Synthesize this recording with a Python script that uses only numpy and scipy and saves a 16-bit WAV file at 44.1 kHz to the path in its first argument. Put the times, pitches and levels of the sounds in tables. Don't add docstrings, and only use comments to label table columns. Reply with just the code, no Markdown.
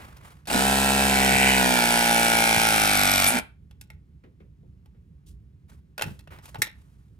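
import sys
import numpy as np
from scipy import signal
from scipy.fft import rfft, irfft, next_fast_len
from scipy.io import wavfile
from scipy.ndimage import uniform_filter1d

SR = 44100
rng = np.random.default_rng(int(sys.argv[2]) if len(sys.argv) > 2 else 0)


def to_wav(s):
    ch = np.atleast_2d(s).T
    pcm = np.round(np.clip(ch, -1, 1) * 32767)
    wavfile.write(sys.argv[1], SR, pcm.astype(np.int16))


N = 317079
TIME = np.arange(N) / SR
SIZE = 2 * next_fast_len(N // 2 + SR // 2)
HZ = np.maximum(np.arange(SIZE // 2 + 1) * SR / SIZE, 1)

STAGE_SPEEDS = [44.5, 58.5, 66]
# f/Hz, relative level/dB per Hz
HOUSING = [(90, -7), (220, -7.5), (450, -3), (850, 6.5), (1130, -8), (1500, -4), (3100, -5), (4600, -11.5),
           (7000, -16), (11500, -15), (12700, -24), (14000, -14), (15800, -31.5)]
GEARING = 5.63
MOTOR_ON, VALVE_OPENS, MOTOR_OFF = .475, 3.27, 3.39
BITE_STARTS, BITE_PEAKS = 0.92, 1.51
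BLEED_S = .05


def from_db(db):
    return 10 ** (np.asarray(db) / 20)


def rms_one(x):
    return x / np.sqrt(np.mean(x ** 2) + 1e-20)


def at_hz(points, hz=HZ):
    f, values = np.array(points)[:, 0], np.array(points)[:, 1]
    return np.interp(np.log(hz), np.log(f), values)


def response(db):
    cepstrum = irfft(np.log(from_db(db)))
    half = len(cepstrum) // 2
    cepstrum[1:half] *= 2
    cepstrum[half + 1:] = 0
    return np.exp(rfft(cepstrum))


def filtered(x, gain):
    return irfft(rfft(x, SIZE) * gain)[..., :N]


def spread(pair, gain, direct=.8, wide_db=0):
    # f/Hz, factor
    direct_factor = [(2000, 0.95), (4000, 0.88), (8000, 0.96)]
    # f/Hz, side minus mid level/dB, before wide_db
    side_level = [(60, -15), (220, -11.5), (330, -2.5), (750, -4.5), (1170, 5.5), (1800, 0), (6400, -3),
                  (9800, 2.5), (14000, -2.5)]
    mid, diffuse = rfft(pair, SIZE) * gain
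    direct = np.clip(direct * at_hz(direct_factor), 0, 1)
    side = 1j * direct * mid + np.sqrt(1 - direct ** 2) * diffuse
    side = side * from_db(at_hz(side_level) + wide_db)
    return irfft(np.array([mid + side, mid - side]))[:, :N]


def drift(rate):
    points = rng.standard_normal(4096)
    return np.interp(TIME * rate, np.arange(len(points)), points)


def levelled(x):
    return x / np.sqrt(uniform_filter1d(x.mean(axis=0) ** 2, size=3500) + 1e-12)


def noise(spectrum):
    x = spread(rng.standard_normal((2, N)), from_db(at_hz(spectrum)))
    return x / np.std(x.mean(axis=0))


def resonance(hz, centre_hz, width_hz):
    return 1 / (1 + ((hz - centre_hz) / (width_hz / 2)) ** 2)


def peaks(modes, hz=HZ):
    centre, width = np.transpose(modes)[:2]
    return resonance(hz[:, None], centre, width)


def stroke(turn, at, length):
    return np.exp(-(((turn - at + .5) % 1 - .5) / length) ** 2)


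def grind(turn, size, wander=0.69):
    rows = rng.standard_normal((4, size))
    surface = np.array([np.interp(turn % 1 * size, np.arange(size), row) for row in rows])
    mesh = wander * drift(3.994)
    return np.cos(mesh) * surface[:2] + np.sin(mesh) * surface[2:]


def thumps(rows, rise_s):
    out, age = np.zeros(N + SR), TIME[:SR]
    for s, db, t60 in rows:
        at = int(s * SR)
        out[at:at + SR] += from_db(db - 60 * age / t60) * np.minimum(age / rise_s, 1)
    return out[:N]


def press_tool(return_at=.57, thud_db=-11, coast_db=-1, valve_db=-21, valve_s=0.033):
    # t/s, speed/turns per s
    loaded_speed = [(0.55, 63.7), (0.66, 67.2), (1.0, 67.6), (1.29, 65.8), (1.51, 66.2), (1.83, 59.45),
                    (2.35, 57.55), (2.66, 55.9), (2.95, 50.15), (3.28, 46.0)]
    clamp_at, clamp_s, stop_s = 1.55, 0.45, 0.016
    speed = np.interp(TIME, *np.transpose(loaded_speed))
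    clamped = np.clip((TIME - clamp_at) / clamp_s, 0, 1)
    hum_db, clatter_db, hiss_db = drive(speed, clamped)
    run_up = np.clip((TIME - MOTOR_ON) / .045, .1, 1)
    racing = np.interp(TIME, [VALVE_OPENS, 3.33, MOTOR_OFF], [0, 17, 14])
    speed = speed * run_up + racing
    turn = np.cumsum(speed * (1 + .0035 * drift(45))) / SR
    turn = turn - np.interp(2.112, TIME, turn)
    running = np.interp(TIME, [MOTOR_ON - .005, MOTOR_ON + 0.002, MOTOR_OFF, MOTOR_OFF + stop_s], [0, 1, 1, 0])
    steady = np.interp(TIME, [MOTOR_ON, .58, VALVE_OPENS, 3.31], [0.37, 0.91, 0.97, 0.66])
    below_mid = 1 / (1 + (HZ / 1050) ** 10)
    below_top = 1 / (1 + (HZ / 3200) ** 10)

    middle = clatter(turn, steady, return_at, back=.95 - 0.18 * clamped, whirr=.42, fresh=0.38, length=.125)
    thuds = clatter(turn, steady, return_at, back=0.93, whirr=0.31, fresh=1.1, length=0.14)
    ticks = clatter(turn + .02, steady, return_at, back=0.49, whirr=.45 - 0.09 * clamped, fresh=0.57, length=.14)
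    rasp = clatter(turn, steady, return_at, back=0.9, whirr=0.28, fresh=0.63, length=0.11)

    out = from_db(hum_db) * hum(turn, speed, steady, return_at) + boom()
    pressed = clamped * np.clip(1 - (TIME - VALVE_OPENS) / BLEED_S, 0, 1)
    tones = steady ** 2 * whine(turn, speed, clamped, return_at) + pressed * oil(turn, speed)
    out += spread(tones, 1)
    thud_gain = from_db(hum_db) * (from_db(thud_db) + from_db(coast_db) * (1 - steady))
    out += thud_gain * levelled(spread(thuds, from_db(at_hz(HOUSING)) * below_mid))
    out += from_db(clatter_db) * housing_ring(middle, clamped, (1 - below_mid) * below_top)
    out += from_db(hiss_db) * housing_ring(ticks, clamped, 1 - below_top)
    out += bite(rasp)

    since = np.maximum(TIME - VALVE_OPENS, 0)
    spit = (1 - np.exp(-since / 0.00087)) * np.exp(-since / valve_s)
    jet = noise([(3500, -19.5), (8000, 6.0), (11000, 9.0), (13000, -2.0), (15500, -20.5)])
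    return out * running + from_db(valve_db) * spit * jet


def drive(speed, clamped):
    slack_db, engages_s, attack_s = -14.5, 0.4905, 0.019
    full, _, free = STAGE_SPEEDS
    load = np.clip((free - speed) / (free - full), 0, 1)
    released = np.clip((TIME - VALVE_OPENS) / BLEED_S, 0, 1)
    attack_db = slack_db * np.exp(-np.maximum(TIME - engages_s, 0) / attack_s)
    hum_db = attack_db - 25 - 6 * load
    clatter_db = attack_db - 31 + 3 * clamped - 3 * released
    hiss_db = attack_db - 29 + 2 * load - 6.5 * released
    return hum_db, clatter_db, hiss_db


def hum(turn, speed, steady, return_at, waver=0.062, motor_db=-19, width=0.25, scatter=.6):
    full_level = [-1.5, 1, -8, -4.5, -1.5, 1.5, -18.5, -13, -17, -21.5, -15, -11.5, -2, -2, 2, 0.5, -4,
                  -4.5, -3.5]
    squeeze_level = [-12.5, -18.5, -5, -4, -10.5, -14.5, -12, -9, -9, -7.5, -9, -4, -13, -3, -5.5, -11]
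    free_level = [-3, -8, 1.5, -2, -15, -7, -2.5, -11.5, -2.5, -4.5, 1, -6, -7.5, -8, -8]
    out = np.zeros((2, N))
    stages = [from_db(table) for table in (full_level, squeeze_level, free_level)]
    stages = [np.pad(s / np.linalg.norm(s), (0, len(full_level) - len(s))) for s in stages]
    wobble, flutter = waver * drift(30), 1 + waver * drift(25)
    for k, gains in enumerate(np.transpose(stages), start=1):
        two_strokes = 1 + 0.69 * np.exp(-2j * np.pi * k * return_at)
        lag = np.angle(two_strokes) + np.pi / 2 + scatter * rng.normal()
        angle = 2 * np.pi * k * turn + lag + wobble
        gain = np.interp(speed, STAGE_SPEEDS, gains) * body_gain(k * speed)
        side = width * np.sqrt(k / 5) * np.sin(angle) * np.array([[-1], [1]])
        out += gain * (np.cos(angle) + side)
    motor = from_db(motor_db) * np.cos(2 * np.pi * GEARING * turn)
    return np.sqrt(2) * steady * flutter * (out + motor)


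def body_gain(hz):
    # f/Hz, width/Hz, lift/dB
    body_modes = [(245.4, 19, 6), (809.5, 49, 5.5), (1402, 120, 6), (2316, 230, 9)]
    return from_db(sum(db * resonance(hz, centre, width) for centre, width, db in body_modes))


def boom(start_db=-28, stop_db=-32, case_hz=240, width_hz=60, swell_s=0.031):
    swells = 0
    for s, db in ((.555, start_db), (3.36, stop_db)):
        swells = swells + from_db(db) * np.exp(-((TIME - s) / swell_s) ** 2)
    case = 1 / (1 + ((HZ - case_hz) / width_hz) ** 4)
    return swells * levelled(spread(rng.standard_normal((2, N)), case))


def whine(turn, speed, clamped, return_at, back=.7, between=.45, length=0.17):
    # multiple of shaft speed, level/dB running free, biting, jaws clamped (before body lift)
    gear_tones = [(20, -39.5, -48.5, -52), (23.1, -40.5, -38.5, -51), (25, -48, -45, -42.5),
                  (30, -52.5, -35, -39.5), (35.13, -59.5, -46, -51), (38, -40.5, -44, -44),
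                  (41, -46, -41, -41.5), (44, -55, -47, -41), (46.6, -58.5, -54.5, -45.5),
                  (50.5, -59, -57.5, -52)]
    stage = np.clip((TIME - BITE_STARTS) / 0.39, 0, 1) + clamped
    tones = 0
    for k, *stage_db in gear_tones:
        gain = from_db(np.interp(stage, np.arange(len(stage_db)), stage_db)) * body_gain(k * speed)
        tones = tones + gain * np.cos(2 * np.pi * (k * turn + rng.random((2, 1))))
    throb = between + stroke(turn, 0, length) + back * stroke(turn, return_at, length)
    return np.sqrt(2) * tones * rms_one(throb)


def oil(turn, speed, between=.25, length=.13):
    # f/Hz while squeezing, f/Hz at full pressure, width/Hz, level/dB
    oil_bands = [(5550, 5850, 270, -39.5), (10250, 12000, 400, -37)]
    full, squeezing, _ = STAGE_SPEEDS
    pressure, out = (squeezing - speed) / (squeezing - full), 0
    for low_hz, high_hz, width_hz, db in oil_bands:
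        low_pass = signal.butter(2, width_hz / 2, fs=SR, output="sos")
        flutter = signal.sosfilt(low_pass, rng.standard_normal((2, N)))
        centre_hz = low_hz + (high_hz - low_hz) * pressure
        carrier = np.cos(2 * np.pi * np.cumsum(centre_hz) / SR)
        out = out + from_db(db) * rms_one(flutter * carrier)
    return out * rms_one(between + stroke(turn, 0, length))


def clatter(turn, steady, return_at, back, whirr, fresh, length, gears=.08, teeth=0.33):
    blows = stroke(turn, 0, length) + back * stroke(turn, return_at, length)
    repeating = grind(turn, size=900)
    loose = rng.standard_normal((2, N))
    motor_teeth = grind(GEARING * turn, size=160)
    texture = steady * (repeating + teeth * motor_teeth) + (fresh + 1 - steady) * loose
    return (blows + whirr) * texture + gears * motor_teeth


def housing_ring(source, clamped, band):
    # f/Hz, width/Hz, lift/dB running free, lift/dB with the jaws clamped
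    housing_modes = [(800, 310, 5.5, 5.5), (1434, 99, 7.5, 4.5), (2110, 190, -2, 0), (2324, 290, 4, 8.5),
                     (2684, 280, 5, 0.5), (3482, 92, -4, 2), (8240, 1100, 7.5, 6)]
    free_db, clamped_db = (peaks(housing_modes) @ np.array(housing_modes)[:, 2:]).T
    loose = spread(source * np.sqrt(1 - clamped), band * from_db(at_hz(HOUSING) + free_db))
    tight = spread(source * np.sqrt(clamped), band * from_db(at_hz(HOUSING) + clamped_db))
    return levelled(loose + tight)


def bite(strokes, level_db=-24.0, fade_s=.09):
    # f/Hz, relative level/dB per Hz
    rasp_colour = [(1000, -30.5), (1500, -7.5), (2100, 2), (2900, 0), (3500, -15.5), (5500, -20),
                   (8500, -11), (11000, -29)]
    growth = np.clip((TIME - BITE_STARTS) / (BITE_PEAKS - BITE_STARTS), 0, 1)
    swell = growth * np.exp(-np.maximum(TIME - BITE_PEAKS, 0) / fade_s)
    return from_db(level_db) * swell * levelled(spread(strokes, from_db(at_hz(rasp_colour))))


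def jaws(level_db=1, edge_db=-13, edge_share=0.62, favour_db=6, favour_width_hz=450, scatter_db=2,
         snap_t60=0.014, ring_db=-11, ring_t60=0.044, rattle_db=-27, rattle_t60=0.181,
         chime_db=-41, chime_t60=0.15):
    # t/s, relative peak level/dB, brightness/dB, favoured ring f/Hz
    contacts = [(0.168, -43, 10, 5700), (0.455, -43, 4.5, 4500), (0.4715, -28, 12, 4270),
                (0.4992, -17.5, 1, 2760), (3.7099, -45, -1, 3340), (3.8119, -33, 13.5, 7500),
                (3.902, -35.5, 1.5, 2130), (4.8578, -51.5, 1.5, 850), (5.7167, -51, -8.5, 1505),
                (5.979, -22, 1.5, 1450), (5.9931, -23, -4.5, 2750), (6.0112, -20.5, -3.5, 900),
                (6.0205, -13, 3, 2620), (6.034, -27.5, -1, 1987), (6.081, -38, -2.5, 900),
                (6.191, -41, 6, 4300), (6.2736, -38.5, -6, 2820), (6.3861, -36.5, -4, 1000),
                (6.4552, -36.5, 8.5, 2860), (6.5441, -28.5, -4, 910), (6.5555, -28.5, -10, 2820),
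                (6.6186, -6.5, 11, 1854), (6.6685, -28, 0.5, 2130)]
    # f/Hz, relative level/dB per Hz
    steel_colour = [(150, -13.5), (600, -3.5), (1150, -11), (1900, -5.5), (3000, -10.5), (5500, -7),
                    (8000, -5), (14000, -6), (16000, -19.5)]
    # f/Hz, width/Hz, lift/dB while on the pipe, lift/dB once off it
    jaw_modes = [(860, 130, 10, 7.5), (1470, 150, 5.5, -5), (2030, 370, 1, 6.5), (2650, 150, 6.5, -2),
                 (3750, 150, 0.5, 10), (5580, 260, 3.5, 7)]
    jaws_off_at = 6.6
    size = 8192
    age, hz = TIME[:size], np.maximum(np.arange(size // 2 + 1) * SR / size, 1)
    strike = from_db(-60 * age / snap_t60) + from_db(ring_db - 60 * age / ring_t60)
    strike = strike * (1 - np.exp(-age / 0.0017))
    rings, (on_pipe_db, off_pipe_db) = peaks(jaw_modes, hz), np.array(jaw_modes)[:, 2:].T
    cracks = np.zeros((2, N + size))
    for s, peak_db, bright_db, ring_hz in contacts:
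        ring_dbs = off_pipe_db if s > jaws_off_at else on_pipe_db
        ring_dbs = ring_dbs + scatter_db * rng.standard_normal(len(jaw_modes))
        tilt = [(600, -bright_db), (3500, 0), (7000, edge_db + edge_share * bright_db)]
        colour = at_hz(steel_colour, hz) + rings @ ring_dbs + at_hz(tilt, hz)
        colour = colour + favour_db * peaks([(ring_hz, favour_width_hz)], hz)[:, 0]
        links = np.repeat(rng.exponential(size=64), size // 64)
        decay = strike + links * from_db(rattle_db - 60 * age / rattle_t60)
        crack = irfft(rfft(rng.standard_normal((2, size)) * decay) * response(colour))
        tones = [(ring_hz, ring_dbs.max())] + [(mode[0], db) for mode, db in zip(jaw_modes, ring_dbs)]
        chime = 0
        for f, db in tones:
            fading = from_db(chime_db + db - 60 * age / chime_t60)
            chime = chime + fading * np.sin(2 * np.pi * (f * age + rng.random((2, 1))))
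        at = int(s * SR)
        cracks[:, at:at + size] += from_db(peak_db + level_db) * (crack / np.abs(crack).max() + chime)
    return spread(cracks[:, :N], 0.76, direct=.93, wide_db=-0.5)


def bumps(level_db=-6, knock_db=-7, tap_db=-7, knock_t60=0.24, tap_t60=0.14):
    # t/s, relative level/dB, decay time t60/s
    cabinet_blows = [(1.309, -19, .16), (1.349, -21, 0.13), (2.558, -20.5, .16), (5.722, -38.5, 0.15),
                     (6.033, -24.5, .18), (6.056, -25.5, 0.24), (6.102, -33, 0.16), (6.581, -22, 0.16)]
    # f/Hz, relative level/dB per Hz
    cabinet_colour = [(50, -17), (100, 9), (170, 1.5), (300, -13.5), (500, -15.5), (1000, -42.5)]
    # t/s, relative level/dB of the hollow thud, relative level/dB of the tap
    grip_knocks = [(4.236, -43, -53), (4.401, -45.5, -57), (4.63, -52, -80), (4.945, -54.5, -69)]
    # f/Hz, relative level/dB per Hz
    thud_colour = [(150, -7), (380, 3), (700, -18), (3000, -57)]
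    # f/Hz, relative level/dB per Hz
    tap_colour = [(500, -9), (2100, 4), (8000, -27)]
    cabinet = from_db(level_db) * thumps(cabinet_blows, rise_s=0.0097) * noise(cabinet_colour)
    thud_rows = [(s, db, knock_t60) for s, db, _ in grip_knocks]
    tap_rows = [(s, db, tap_t60) for s, _, db in grip_knocks]
    thuds = from_db(knock_db) * thumps(thud_rows, rise_s=0.0037) * noise(thud_colour)
    taps = from_db(tap_db) * thumps(tap_rows, rise_s=0.0029) * noise(tap_colour)
    return cabinet + thuds + taps


def handling(grain_db=3):
    # t/s, swell time/s, rub level/dB, swish level/dB
    slide_moves = [(-0.1, 0.086, -50.5, -64), (0.232, 0.037, -56.5, -63.5), (5.26, 0.019, -86, -64.5),
                   (5.68, 0.023, -62, -67), (6.05, 0.04, -63, -65), (6.303, 0.025, -50, -71),
                   (6.422, 0.029, -57, -58.5), (6.72, 0.12, -73.5, -77)]
    # f/Hz, relative level/dB per Hz
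    rub_colour = [(250, 0.5), (600, -4), (1000, -3), (2400, -8.5), (6000, -25)]
    # f/Hz, relative level/dB per Hz
    swish_colour = [(1800, -18.5), (3200, -2.5), (11000, -3.5), (16000, -14.5)]
    rub, swish = np.zeros((2, N))
    for s, swell, rub_db, swish_db in slide_moves:
        age = np.clip((TIME - s) / swell, 0, 20)
        move = age * np.exp(1 - age)
        rub += from_db(rub_db) * move
        swish += from_db(swish_db) * move
    return from_db(grain_db * drift(140)) * (rub * noise(rub_colour) + swish * noise(swish_colour))


def room(x, wet_db=-16):
    # f/Hz, t60/s
    room_decay = [(100, 0.25), (500, 0.23), (2500, 0.28), (7000, 0.037), (15000, 0.11)]
    age, tail = TIME[:SR // 2], 0
    edges = np.geomspace(60, 16000, 9)
    for low, high in zip(edges, edges[1:]):
        band_pass = signal.butter(2, [low, high], "band", fs=SR, output="sos")
        band = signal.sosfilt(band_pass, rng.standard_normal((2, len(age))))
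        tail = tail + band * from_db(-60 * age / at_hz(room_decay, np.sqrt(low * high)))
    tail = rms_one(tail * (age > .004)) / np.sqrt(len(age))
    return x + from_db(wet_db) * filtered(x, rfft(tail, SIZE))


def background(rumble_db=-51, air_db=-81.0):
    # f/Hz, relative level/dB per Hz
    rumble_colour = [(20, -26), (42, -7.5), (62, 6), (115, -2), (160, -2), (210, -12), (420, -26.5),
                     (600, -40.5), (1000, -63)]
    # f/Hz, relative level/dB per Hz
    air_colour = [(400, -4), (2300, -10.5), (15000, -26.5)]
    lumps_db = 2 * drift(23)
    rumble = from_db(rumble_db + lumps_db) * noise(rumble_colour)
    return rumble * from_db([[-1.4], [1.3]]) + from_db(air_db) * noise(air_colour)


def scene():
    near = press_tool() + jaws() + bumps()
    return (room(near) + handling()) * from_db([[-.4], [.4]]) + background()


def record(dry):
    return filtered(dry, 1 / (1 + (HZ / 15900) ** 120))


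dry = scene()
out = record(dry)
to_wav(out)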